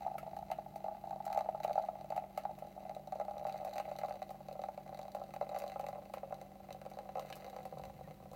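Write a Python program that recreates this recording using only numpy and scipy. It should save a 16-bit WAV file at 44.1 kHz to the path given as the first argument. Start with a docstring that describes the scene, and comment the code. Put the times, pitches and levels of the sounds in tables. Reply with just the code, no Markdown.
"""A thin stream of espresso falls from a hand-pumped press into a double-walled glass cup.
It breaks into drops; each one ticks on the coffee and sets the air in the cup ringing with a plop,
lower as the cup fills. Drops, fine spatter and crackling foam swell with each push on the pump.
Sharp clicks come from the press and from crisply landing drops, and there is one faint squeak.
Behind it all is a quiet kitchen, with short echoes, a humming appliance and a faint rumble."""
import sys
import numpy as np
from scipy import signal
from scipy.fft import rfft, irfft
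from scipy.io import wavfile

SR = 44100
rng = np.random.default_rng(int(sys.argv[2]) if len(sys.argv) > 2 else 0)


def inscribe(sig):
    """Save sig as 16-bit PCM at rate SR to the path in sys.argv[1].

    A 1-D sig is mono; a 2-D sig holds one channel per row.
    Samples are clipped to [-1, 1] before scaling.
    """
    pcm = np.round(np.clip(np.atleast_2d(sig).T, -1, 1) * 32767)
    wavfile.write(sys.argv[1], SR, pcm.astype(np.int16))


N = 368235
TIME = np.arange(N) / SR

# Drops placed one by one, from loud to faint. Each row: start in seconds, then the relative levels # in dB of
# the plop, the wet splat and the bright tick.
PLACED_DROPS = [(0.049, -36, -52, -68.0), (0.0626, -25, -59, -73), (0.0714, -40, -56, -52),
                (0.0786, -33.5, -55, -66.0), (0.1142, -33, -63, -67), (0.1415, -37.5, -68, -72),
                (0.1517, -31, -64, -72), (0.1814, -37.0, -41, -64), (0.2016, -56, -58, -74),
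                (0.2291, -36, -53, -57), (0.263, -35.5, -55, -66), (0.2752, -35.5, -64, -70),
                (0.3317, -35, -62, -74), (0.3664, -33.5, -53, -54), (0.3888, -35.5, -71.0, -51),
                (0.4258, -36, -64.0, -73.0), (0.5007, -31.5, -49, -55), (0.5148, -26, -36, -39),
                (0.5851, -30.5, -56, -65), (0.6613, -37.5, -63, -73), (0.7582, -32.5, -49, -49),
                (0.8422, -30, -50, -52.5), (0.8618, -32, -65, -72.0), (0.8827, -29, -61, -60),
                (0.9118, -38.5, -68, -70.0), (0.9481, -36.5, -57, -69), (1.0385, -34, -57, -62),
                (1.0719, -34.5, -64.0, -56), (1.0946, -41.5, -70, -53.5), (1.1082, -31, -49, -50),
                (1.1271, -33.5, -67, -72.0), (1.159, -34.5, -56, -55), (1.2031, -32, -72, -72.0),
                (1.2409, -42, -60, -62), (1.2647, -29, -53, -49), (1.2785, -32, -49, -50),
                (1.3014, -30.5, -62, -52), (1.3181, -29, -73, -73.0), (1.3285, -36, -39.5, -40),
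                (1.3474, -30.0, -53, -46), (1.3598, -28, -52.0, -65.0), (1.3746, -20, -38, -41.5),
                (1.3899, -30, -42, -44), (1.4083, -26, -52.0, -46), (1.4456, -39, -53, -56),
                (1.4582, -35, -70.0, -72.0), (1.4759, -43, -63, -73), (1.4874, -23.0, -48, -61),
                (1.5249, -44, -54, -65), (1.5461, -28, -57, -62), (1.6021, -33.0, -46, -49),
                (1.6335, -37, -42, -42.5), (1.6465, -22.5, -39.5, -44), (1.6781, -28.5, -45.5, -46),
                (1.696, -28.0, -59, -66.0), (1.7079, -24.5, -54, -72.0), (1.7309, -52, -45, -42.5),
                (1.7557, -25.5, -55, -49), (1.7778, -19.5, -62, -60), (1.7948, -28, -70, -61.0),
                (1.8243, -46, -56, -50), (1.8376, -32.5, -64, -69.0), (1.8853, -26.5, -55, -67),
                (1.9537, -35.5, -53, -67), (2.0107, -37.5, -52, -51), (2.0442, -38.5, -51, -56),
                (2.1033, -29.5, -48, -46.5), (2.1217, -27.5, -46, -54), (2.1551, -37, -68, -72),
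                (2.1635, -30, -67, -57), (2.177, -24.5, -41.5, -51), (2.2209, -39, -62, -66),
                (2.2386, -35, -50, -62), (2.376, -25.5, -43, -41), (2.4358, -42, -62, -53),
                (2.4525, -26.5, -60, -68), (2.4923, -33.5, -70, -75), (2.5083, -37, -60, -72),
                (2.6222, -33.5, -55, -74.0), (2.763, -43, -68, -63), (2.7761, -36, -69.0, -73.0),
                (2.8037, -43, -54, -57), (2.8514, -36.5, -54, -64), (2.8947, -32.5, -46.5, -48.5),
                (2.9117, -37, -61, -60), (2.949, -61, -51, -48), (2.9642, -33.5, -64, -66),
                (3.0735, -37, -69, -49), (3.1226, -30, -50, -47), (3.1278, -33, -52, -62),
                (3.1555, -33.5, -55.0, -53), (3.1866, -40, -66, -59), (3.1989, -27, -47, -49),
                (3.2125, -28.5, -47, -52), (3.222, -40, -56, -63), (3.2506, -37, -53, -51.5),
                (3.2816, -30.5, -53, -58), (3.2929, -37, -72, -69.0), (3.31, -32, -66, -53),
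                (3.3396, -42.5, -69, -73), (3.3549, -40, -65, -70), (3.3676, -34.5, -55, -68.0),
                (3.3811, -39, -51, -46), (3.3958, -37, -49.5, -52), (3.4119, -35, -65.0, -63),
                (3.4239, -37, -74.0, -69.0), (3.4514, -27, -55, -60), (3.4679, -30, -44, -47),
                (3.4844, -34.5, -68.0, -58), (3.4958, -33, -43.5, -48), (3.5056, -53, -50, -61.0),
                (3.5167, -36, -56, -58), (3.5251, -65, -48, -44), (3.5422, -32.5, -49, -61),
                (3.5581, -35, -50, -55), (3.5777, -44, -53, -48), (3.5879, -40, -49, -56),
                (3.6002, -35, -56, -65), (3.6133, -34, -66.0, -64), (3.6283, -35, -64, -74),
                (3.6485, -30.5, -49, -49), (3.659, -37, -60, -59), (3.6681, -33, -62, -64.0),
                (3.6776, -36, -47, -50), (3.6837, -34, -50, -56), (3.6943, -40, -58, -50),
                (3.7105, -44, -70.0, -55), (3.7288, -39, -57, -57.0), (3.736, -48, -50, -43),
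                (3.7569, -33.5, -49, -48), (3.764, -32.5, -43, -48), (3.7817, -30, -35.5, -36.5),
                (3.7994, -28, -40, -43), (3.8535, -36, -45, -61), (3.8781, -35.0, -57.0, -66),
                (3.8879, -36, -56, -65), (3.9141, -29.5, -45.0, -51), (3.9549, -36.0, -57.0, -58),
                (3.9639, -53, -53, -46.5), (3.9871, -35, -54, -41), (4.0145, -35.5, -43, -51),
                (4.0339, -25.5, -43.5, -51), (4.0474, -28, -55, -50), (4.0602, -48, -52, -47.5),
                (4.0846, -37, -71.0, -59), (4.0948, -39, -58, -47.5), (4.1084, -30, -46, -66.0),
                (4.1247, -42, -47, -48), (4.1395, -37, -61, -54), (4.1559, -39, -51, -51),
                (4.219, -31, -46, -49), (4.227, -45, -43.5, -45.5), (4.2924, -39.0, -51, -50),
                (4.3072, -36, -63, -61), (4.4851, -34.5, -49, -47.5), (4.5116, -35.5, -58, -74.0),
                (4.5273, -41, -60, -48), (4.5533, -36.5, -67, -69.0), (4.5922, -31, -56, -56),
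                (4.6174, -36, -57, -48.0), (4.638, -29.5, -45, -48), (4.6857, -29.5, -49, -53),
                (4.7764, -33, -48, -52), (4.8778, -46, -49.5, -54), (4.8922, -38.5, -56, -56),
                (4.9262, -36.5, -57, -73.0), (4.9463, -38.5, -49, -47.5), (4.9732, -45, -51, -49.5),
                (4.991, -33.5, -45.0, -44.5), (5.0147, -42, -59.0, -48), (5.0303, -41.0, -57, -48.0),
                (5.0531, -38.5, -59, -61), (5.0814, -38.5, -57, -52), (5.1186, -70, -66, -47.5),
                (5.1485, -30.5, -47, -49), (5.1667, -35.5, -55, -72.0), (5.1976, -43, -63, -54),
                (5.2153, -32.5, -69, -64), (5.2383, -40, -67, -51), (5.3065, -47, -50.0, -54),
                (5.3384, -37.5, -49, -47.5), (5.3627, -34.5, -45, -49.5), (5.4115, -23.5, -43, -50),
                (5.4253, -30.5, -51, -51.5), (5.4668, -39, -53, -67), (5.492, -35.5, -48.5, -46.5),
                (5.5141, -35, -55, -64.0), (5.5309, -35.0, -66.0, -72.0), (5.5455, -34, -45, -49),
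                (5.5632, -28.5, -43, -48), (5.5751, -38, -59, -54), (5.601, -40, -45, -44),
                (5.6115, -38.5, -54, -57), (5.6201, -35.5, -40, -44.5), (5.6393, -31, -51, -49),
                (5.6639, -35.5, -53, -51), (5.679, -41, -54, -43.5), (5.6985, -38, -43.5, -47),
                (5.7192, -38, -43, -47), (5.7399, -61, -54, -61), (5.7586, -31, -50, -60),
                (5.7962, -29.5, -61, -52), (5.811, -39, -53, -46), (5.8318, -38, -69, -72.0),
                (5.8404, -33.5, -48, -54), (5.8656, -34.5, -39.5, -42.5), (5.8863, -32, -48, -46),
                (5.9289, -34.5, -52, -57), (5.9496, -42, -51, -73), (5.9562, -38, -56, -66),
                (5.9802, -38.5, -71, -67), (5.9887, -39, -70, -70), (6.0545, -55, -52, -53),
                (6.1373, -33.5, -51, -46.5), (6.1709, -34, -59, -57), (6.1824, -44, -49, -51),
                (6.2316, -32, -52, -71.0), (6.2442, -40, -56, -70), (6.3072, -38.5, -59, -78),
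                (6.3245, -29, -48, -54), (6.3438, -49, -57, -47.5), (6.4141, -39, -47, -45.5),
                (6.6876, -40.5, -52, -62), (6.706, -37, -44.5, -48.0), (6.7271, -53, -47, -40.5),
                (6.747, -38.5, -67.0, -64), (6.8154, -40.5, -45, -49), (6.852, -41.5, -53, -54),
                (6.862, -35, -48, -51.5), (6.9147, -42.5, -49.5, -54.0), (6.9366, -45.5, -68.0, -51),
                (6.9707, -37, -60, -55), (6.988, -35.0, -43.5, -47.0), (7.0059, -42, -63, -70.0),
                (7.0552, -43, -61, -72), (7.0907, -36, -47, -54), (7.1546, -29.5, -45, -53),
                (7.1705, -32, -47, -50), (7.1815, -31.5, -49, -53), (7.1955, -32.5, -52, -39),
                (7.2107, -44, -52, -51), (7.2245, -44, -49, -54), (7.2485, -38.5, -57.0, -67.0),
                (7.2612, -51, -60, -53), (7.284, -55, -50.0, -58), (7.3017, -40.5, -41, -42.5),
                (7.3221, -41, -59.0, -68.0), (7.4217, -62, -47, -59), (7.4449, -41, -43, -46),
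                (7.4649, -38.5, -61, -50), (7.499, -52, -53, -47), (7.543, -41, -57, -59),
                (7.5641, -33.5, -45, -46), (7.5874, -38.5, -50.0, -55), (7.6045, -43, -55, -69),
                (7.631, -49, -58, -52), (7.6535, -36, -45, -53), (7.7244, -36, -54.0, -59),
                (7.7711, -36.5, -67.0, -71.0), (7.7851, -58, -54, -49.5), (7.7957, -36.5, -60, -70),
                (7.815, -46, -59, -57), (7.837, -38.5, -44, -47.5), (7.8534, -41, -48, -45.5),
                (8.0097, -39, -65.0, -60), (8.1094, -42.5, -47.5, -55), (8.3151, -43, -64, -50),
                (8.3329, -39.5, -64, -68)]
# Pushes on the pump. Each row: start in seconds, hold in seconds, lift of the flow in dB,
# lift of the spatter in dB. Each layer follows these lifts by its own share.
PUMP_PUSHES = [(0.0, 0.022, 9.5, 4), (1.31, 0.038, 4, 4.5), (1.66, 0.13, 9, 6.5), (3.48, 0.36, 8.5, 8),
               (5.52, 0.13, 12, 9), (7.25, 0.28, 10, 7)]
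# Ringing tones of the air in and around the cup. Each row: first and last pitch in Hz, width in Hz
# (wider dies sooner), first and last relative level in dB, direction of the first swing (1 or -1).
CUP_AIR_TONES = [(658.4, 523, 54.6, 0, 3.5, 1), (701, 677, 43, -10, -12, -1),
                 (790.3, 771.7, 40.4, -0.5, 3.5, -1), (804, 792, 19, -19, -16, -1),
                 (881, 810, 39, -10, -7.5, 1), (1070, 1004, 63, -30, -6, -1),
                 (1197, 1146, 45, -25, -19.5, -1), (1255, 1290, 77, -24.5, -9, 1),
                 (1356, 1360, 49, -30, -18, -1)]
# Higher resonances of the cup. Each row: pitch in Hz, width in Hz, lift in dB.
CUP_HIGH_TONES = [(1660, 51, 6.5), (2035, 105, 13.5), (2380, 120, 3), (2650, 124, 10), (2980, 59, 9),
                  (3940, 224, 13.5), (4640, 165, 8.5), (5925, 84, 12.5), (6310, 230, 7.5),
                  (7340, 170, 10.5), (8490, 56, 17.5), (9040, 270, 4.5)]
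# Sharp, bright clicks from the press and from crisply landing drops.
# Each row: start in seconds, relative levels in dB of the crack and the knock.
SHARP_CLICKS = [(0.1826, -49, -41.5), (0.3658, -59, -52), (0.515, -53, -40.5), (0.7606, -56, -70),
                (1.252, -49, -50), (1.3276, -52, -51), (1.3747, -53, -49), (1.6397, -48.5, -40.5),
                (1.657, -65, -61), (2.162, -51.5, -44.5), (2.3751, -47.5, -40), (2.587, -56, -50),
                (3.47, -56, -60), (3.6486, -52, -64), (3.7569, -56, -54), (3.78, -61, -44),
                (3.7994, -59, -42), (3.987, -53, -45), (4.0833, -58, -47), (4.305, -53.5, -51),
                (4.527, -61, -64), (5.1486, -52.5, -55), (5.3379, -55, -48), (5.587, -47, -55),
                (5.795, -53, -44), (5.886, -55.5, -54), (6.138, -50.5, -40), (6.9, -58, -56),
                (7.195, -55, -43.5), (7.3265, -52, -51), (7.3545, -49, -60), (7.366, -56, -55),
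                (7.6525, -53.5, -59), (8.331, -56, -63)]
# The plastic housing snaps under the grip. Each row: start in seconds, relative level in dB.
HOUSING_SNAPS = [(7.327, -46)]
# Ringing tones of the housing. Each row: pitch in Hz, relative level in dB, seconds to fade by 60 dB.
HOUSING_TONES = [(1692, -5.5, 0.051), (2370, 3, 0.019), (2580, -8, 0.071), (2883, -11, 0.1),
                 (2990, 5, 0.0098), (3650, -1, 0.013), (4000, -10, 0.034), (4100, -13, 0.025)]
# A squeak, probably the pump's seal. Each row: start and length in seconds, pitch in Hz, level in dB.
SEAL_SQUEAKS = [(8.035, .035, 1970, -67)]
# Echoes off nearby surfaces. Each row: delay in seconds, level in dB.
KITCHEN_ECHOES = [(.0112, -32), (.0215, -25), (.0465, -25.5)]
# Motor hum; two close tones beat against each other. Each row: pitch in Hz, relative level in dB.
MOTOR_TONES = [(48.83, -70), (73.3, -79), (97.7, -81), (111.5, -75), (146.5, -66), (148.62, -68),
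               (195.3, -61), (223, -74), (293, -79), (341.8, -72)]
# A low rumble that comes and goes. Each row: time in seconds, level in dB.
RUMBLE_LEVELS = [(0, -69), (.45, -62), (.8, -83), (7.4, -99), (7.8, -58), (8.35, -64)]

# Colours: how strong a sound is from bass to treble. Each row: frequency in Hz, relative level in dB.
SPLASH_COLOUR = [(900, -13), (1250, 12.5), (1600, -1.5), (2600, 0.5), (3300, -4.5), (4300, -3), (5300, -11),
                 (7000, -8.5), (7900, -13), (9500, -8), (12500, -7), (16000, 1.5)]   # a bare splash
CREMA_COLOUR = [(800, -29), (2000, 9), (4000, -10), (7000, -2), (9500, -37), (12500, 15), (15800, 3)]   # coffee foam crackling at the spout
CRACK_COLOUR = [(800, -10), (2000, -12), (4500, 2), (7000, 0), (9000, -2.5), (11500, 3.5), (15500, 3)]   # the crisp start of a click
BODY_COLOUR = [(400, -17), (900, 11.5), (1300, 14), (1650, -13), (2100, 10.5), (2700, -7), (3400, -32),
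               (8000, -49)]   # the dull knock under a click
RATTLE_COLOUR = [(600, -58), (1100, -8), (1350, 6), (1520, -8), (1700, 0), (2200, -6), (2900, -2),
                 (3400, -14), (4400, -18), (6000, -40), (12000, -23)]   # the hollow rattle after a click
AIR_COLOUR = [(20, -41), (33, -15), (46, -12), (70, 2), (110, -4), (175, -0.5), (260, -2.5), (420, -5.5),
              (1000, -11.5), (1600, -21.5), (3200, -24.5), (8500, -31), (13000, -26), (15800, -24)]   # still kitchen air and hiss
LOW_RUMBLE_COLOUR = [(30, -17), (55, 10.5), (90, 6), (165, 14.5), (260, -7.5), (500, -32.5)]   # the passing rumble


def stream():
    """Drops placed one by one, a random trickle of drops and a drizzle of droplets, over the fizz of the foam
    in the cup."""
    drops = trickle(count=240, plop_db=-47, splat_db=-62, splash_spread_db=3, follows=0.27)
    droplets = trickle(count=1100, plop_db=-55.5, splat_db=-75, splash_spread_db=9.5, follows=1.15)
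    ringing, splashing = placed_drops() + drops + droplets
    foam = fizz(-83 + 1.18 * spatter_db(TIME), per_s=1500, spread_db=5)
    return ringing + in_cup(splashing + spatter() + foam)


def placed_drops():
    """Each placed drop lands with a plop and a splash, returned as two tracks."""
    starts, plop_db, splat_db, tick_db = np.transpose(PLACED_DROPS)
    return np.array([plops(starts, plop_db), splashes(starts, splat_db, tick_db)])


def trickle(count, plop_db, splat_db, splash_spread_db, follows, plop_spread_db=4.5):
    """The stream pinches off drops of random size at a loosely even pace: plops and splashes."""
    late, size, splashiness = np.clip(rng.standard_normal((count, 3)), -3, 1.2).T
    starts = np.abs(np.arange(count) + .5 + .5 * late) * TIME[-1] / count
    # a placed drop gathers the liquid, so the trickle just before it is thinner
    wait_s = np.transpose(PLACED_DROPS)[0][:, None] - starts
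    thinning_db = 5.5 * np.any((wait_s > 0) & (wait_s < 0.0098), axis=0)
    ring_db = plop_db + follows * flow_db(starts) - thinning_db + plop_spread_db * size
    splash_db = splat_db + follows * spatter_db(starts) - thinning_db
    splash_db += splash_spread_db * (size + splashiness) / np.sqrt(2)
    return np.array([plops(starts, ring_db), splashes(starts, splash_db, splash_db - 2)])


def plops(starts, levels_db, pitch_spread=.021, spread_db=2.2, hard_drop_db=-27):
    """Each drop rings the air in the cup a little differently; most tones sink as the coffee rises."""
    out, t = np.zeros(N), TIME[:3072]
    first_hz, last_hz, width_hz, first_db, last_db, direction = np.transpose(CUP_AIR_TONES)
    decay = np.sign(direction)[:, None] * np.exp(-np.pi * width_hz[:, None] * t)
    chances = rng.standard_normal((len(starts), 2, len(CUP_AIR_TONES)))
    for s, level_db, (pitch_chance, level_chance) in zip(starts, levels_db, chances):
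        fill = s / TIME[-1]
        hz = (first_hz + fill * (last_hz - first_hz)) * (1 + pitch_spread * pitch_chance)
        # a harder landing rings the upper tones more
        tilt_db = 0.23 * (level_db - hard_drop_db) * np.log2(hz / hz[0])
        gains = from_db(first_db + fill * (last_db - first_db) + tilt_db + spread_db * level_chance)
        ring = gains @ (decay * np.sin(2 * np.pi * hz[:, None] * t))
        add(out, s, from_db(level_db) * ring / np.abs(ring).max())
    # the plops carry little bass below about 440 Hz
    return keep_band(out + 1e-18, "high", 440, order=4)


def splashes(starts, splat_db, tick_db):
    """A splash is a wet splat, a dry, brighter tick and a puff of fine spray."""
    splat = impacts(starts, splat_db + 3, band_hz=(1210, 2840), fade_s=0.0033)
    tick = impacts(starts, tick_db + 8, band_hz=(3580, 7570), fade_s=0.0018)
    puff = impacts(starts, tick_db + 6, band_hz=(9800, 14500), fade_s=0.0095)
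    return splat + tick + puff


def impacts(starts, levels_db, band_hz, fade_s, spray_share=.6, size=512):
    """Liquid lands with a sharp hit and a tiny burst of spray, heard in one frequency band."""
    spray = rng.standard_normal((len(starts), size)) * np.exp(-TIME[:size] / fade_s)
    spray *= spray_share / np.linalg.norm(spray, axis=1, keepdims=True)
    bursts = keep_band(signal.unit_impulse(size) + spray, "band", band_hz, order=2)
    out = np.zeros(N)
    for s, level_db, burst in zip(starts, levels_db, bursts):
        add(out, s, from_db(level_db) * burst / np.linalg.norm(burst))
    return out


def spatter(count=380, follows=1.06, spread_db=4.5):
    """Specks thrown off the stream tick on the coffee and the glass, too small to plop."""
    starts = rng.uniform(0, TIME[-1], count)
    sizes = np.clip(rng.standard_normal(count), -2, 1.5)
    levels_db = -61 + follows * (spatter_db(starts) - 3) + spread_db * sizes
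    return splashes(starts, levels_db, levels_db - 1)


def in_cup(sound):
    """Every splash is coloured by the same higher resonances of the glass cup."""
    out = coloured(sound, SPLASH_COLOUR)
    for hz, width_hz, lift_db in CUP_HIGH_TONES:
        out = out + (from_db(lift_db) - 1) * resonance(out, hz, width_hz)
    return out


def flow_db(times):
    """Drops land harder with each push, and softer as the growing foam cushions them."""
    lifts_db = np.transpose(PUMP_PUSHES)[2]
    return pump_swell(times, lifts_db, rise_s=0.037, fall_s=0.17) - 0.5 * times


def spatter_db(times):
    """Under pressure the stream spatters and foams more."""
    lifts_db = np.transpose(PUMP_PUSHES)[3]
    return pump_swell(times, lifts_db, rise_s=0.042, fall_s=0.24)


def pump_swell(times, lifts_db, rise_s, fall_s):
    """The lift in dB at these times: each push builds up, holds and relaxes."""
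    start, hold = np.transpose(PUMP_PUSHES)[:2, :, None]
    before = np.maximum(start - times, 0) / rise_s
    after = np.maximum(times - start - hold, 0) / fall_s
    return np.max(lifts_db[:, None] * np.exp(-before - after), axis=0)


def fizz(level_db, per_s, spread_db):
    """Foam bubbles burst at random: many tiny ones, a few larger."""
    sizes = from_db(spread_db * np.minimum(rng.exponential(1, N), 3))
    signs = rng.choice([-1, 1], N)
    bursting = rng.random(N) < per_s / SR
    return from_db(level_db) * unit_power(sizes * signs * bursting)


def spout():
    """Above the cup the foam crackles brightly as the coffee is pushed out."""
    crackle = fizz(-85.5 + 0.46 * spatter_db(TIME), per_s=490, spread_db=7.5)
    return coloured(crackle, CREMA_COLOUR)


def sharp_clicks(crack_s=0.0044, grit_s=0.019, knock_s=0.0019, rattle_s=0.03):
    """The press or a crisply landing drop clicks: a gritty crack, a dull knock and a hollow rattle."""
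    cracks, knocks, rattles = np.zeros((3, N))
    t = TIME[:8192]
    crack_fade = np.exp(-t / crack_s) + from_db(-6) * np.exp(-t / grit_s)
    for s, crack_db, knock_db in SHARP_CLICKS:
        noise = rng.standard_normal((3, len(t)))
        add(cracks, s, from_db(crack_db - 6) * noise[0] * crack_fade)
        add(knocks, s, from_db(knock_db) * noise[1] * np.exp(-t / knock_s))
        add(rattles, s, from_db(knock_db - 19) * noise[2] * np.exp(-t / rattle_s))
    return (coloured(cracks, CRACK_COLOUR) + coloured(knocks, BODY_COLOUR)
            + coloured(rattles, RATTLE_COLOUR))


def housing():
    """The plastic housing rings when it snaps under the grip; each click gets a faint, similar ring."""
    out, t = np.zeros(N), TIME[:8192]
    ring = sum(from_db(db - 60 * t / fade_s) * np.sin(2 * np.pi * hz * t)
               for hz, db, fade_s in HOUSING_TONES)
    for s, level_db in HOUSING_SNAPS:
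        add(out, s, from_db(level_db) * ring)
    for s, _, knock_db in SHARP_CLICKS:
        add(out, s, from_db(knock_db - 19) * ring)
    return out


def squeak(glide=-0.1, roughness=0.03):
    """A faint, short squeak that sinks in pitch."""
    out = np.zeros(N)
    for s, length_s, hz, level_db in SEAL_SQUEAKS:
        progress = np.linspace(0, 1, int(length_s * SR))
        pitch_hz = hz * (1 + glide * progress + roughness * rng.standard_normal(len(progress)))
        tone = np.sin(2 * np.pi * np.cumsum(pitch_hz) / SR)
        add(out, s, from_db(level_db) * np.sin(np.pi * progress) * tone)
    return out


def kitchen(sound, split_hz=1300, tail_delay_s=.003):
    """A few echoes off counter and cupboards, and a smooth tail whose treble dies sooner."""
    low = keep_band(dying_noise(fade_s=0.16), "low", split_hz, order=2)
    high = keep_band(dying_noise(fade_s=0.1), "low", 6000, order=1)
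    high = keep_band(high, "high", split_hz, order=3)
    tail = from_db(-12.5) * low + from_db(-6.5) * high
    echoes = np.pad(tail, (int(tail_delay_s * SR), 0))
    for s, db in KITCHEN_ECHOES:
        echoes[int(s * SR)] += from_db(db)
    return sound + signal.fftconvolve(sound, echoes)[:N]


def motor_hum(in_step_s=.2):
    """An appliance motor hums; two close tones drift in and out of step, so the hum throbs."""
    return sum(np.sqrt(2) * from_db(db - 1) * np.sin(2 * np.pi * hz * (TIME - in_step_s))
               for hz, db in MOTOR_TONES)


def room_air():
    """The steady hush of the kitchen, and a low rumble near the start and the end."""
    hush = from_db(-64.5) * coloured(rng.standard_normal(N), AIR_COLOUR, size=8192)
    rumble_db = np.interp(TIME, *np.transpose(RUMBLE_LEVELS))
    rumble = from_db(rumble_db) * coloured(rng.standard_normal(N), LOW_RUMBLE_COLOUR, size=8192)
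    return hush + rumble


def dying_noise(fade_s, size=SR // 2):
    """Noise that favours no pitch and dies by about 60 dB in fade_s seconds."""
    noise = rng.standard_normal(size) * from_db(-60 * TIME[:size] / fade_s)
    spectrum = rfft(noise, 2 * size)
    return irfft(spectrum / np.abs(spectrum))[:size]


def coloured(sound, colour, size=2048):
    """Shape a sound with a colour table; white noise keeps its power."""
    hz, level_db = np.transpose(colour)
    grid_hz = np.maximum(np.arange(size + 1) * SR / (2 * size), 1)
    gain = unit_power(from_db(np.interp(np.log(grid_hz), np.log(hz), level_db)))
    # build the filter so that it rings only after a hit, never before it (minimum phase)
    cepstrum = irfft(np.log(gain))
    cepstrum[1:size] *= 2
    cepstrum[size + 1:] = 0
    response = irfft(np.exp(rfft(cepstrum)))
    return signal.fftconvolve(sound, response)[:N]


def resonance(sound, hz, width_hz):
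    """Let one pitch through at full strength and weaken those around it."""
    r = np.exp(-np.pi * width_hz / SR)
    feedback = [1, -2 * r * np.cos(2 * np.pi * hz / SR), r * r]
    return signal.lfilter(np.array([1, 0, -1]) * (1 - r * r) / 2, feedback, sound + 1e-18)


def keep_band(sound, kind, hz, order):
    """Keep the lows, the highs or a band between; a higher order cuts more steeply."""
    return signal.sosfilt(signal.butter(order, hz, kind, fs=SR, output="sos"), sound)


def add(out, s, sound):
    """Mix a sound in at s seconds."""
    start = int(np.clip(s * SR, 0, N - 1))
    out[start:start + len(sound)] += sound[:N - start]


def from_db(db):
    """Turn decibels into a factor to multiply by."""
    return 10 ** (np.asarray(db) / 20)


def unit_power(x):
    """Scale to an average power of one."""
    return x / np.sqrt(np.mean(x ** 2) + 1e-20)


def scene():
    """Cup, spout and press close by, the kitchen around them, in one channel."""
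    close = stream() + spout() + sharp_clicks() + housing() + squeak()
    return (kitchen(close) + motor_hum() + room_air())[None]


def record(dry):
    """The treble above 15900 Hz is cut steeply."""
    return signal.sosfilt(signal.ellip(10, .1, 70, 15900, fs=SR, output="sos"), dry)


dry = scene()
out = record(dry)
inscribe(out)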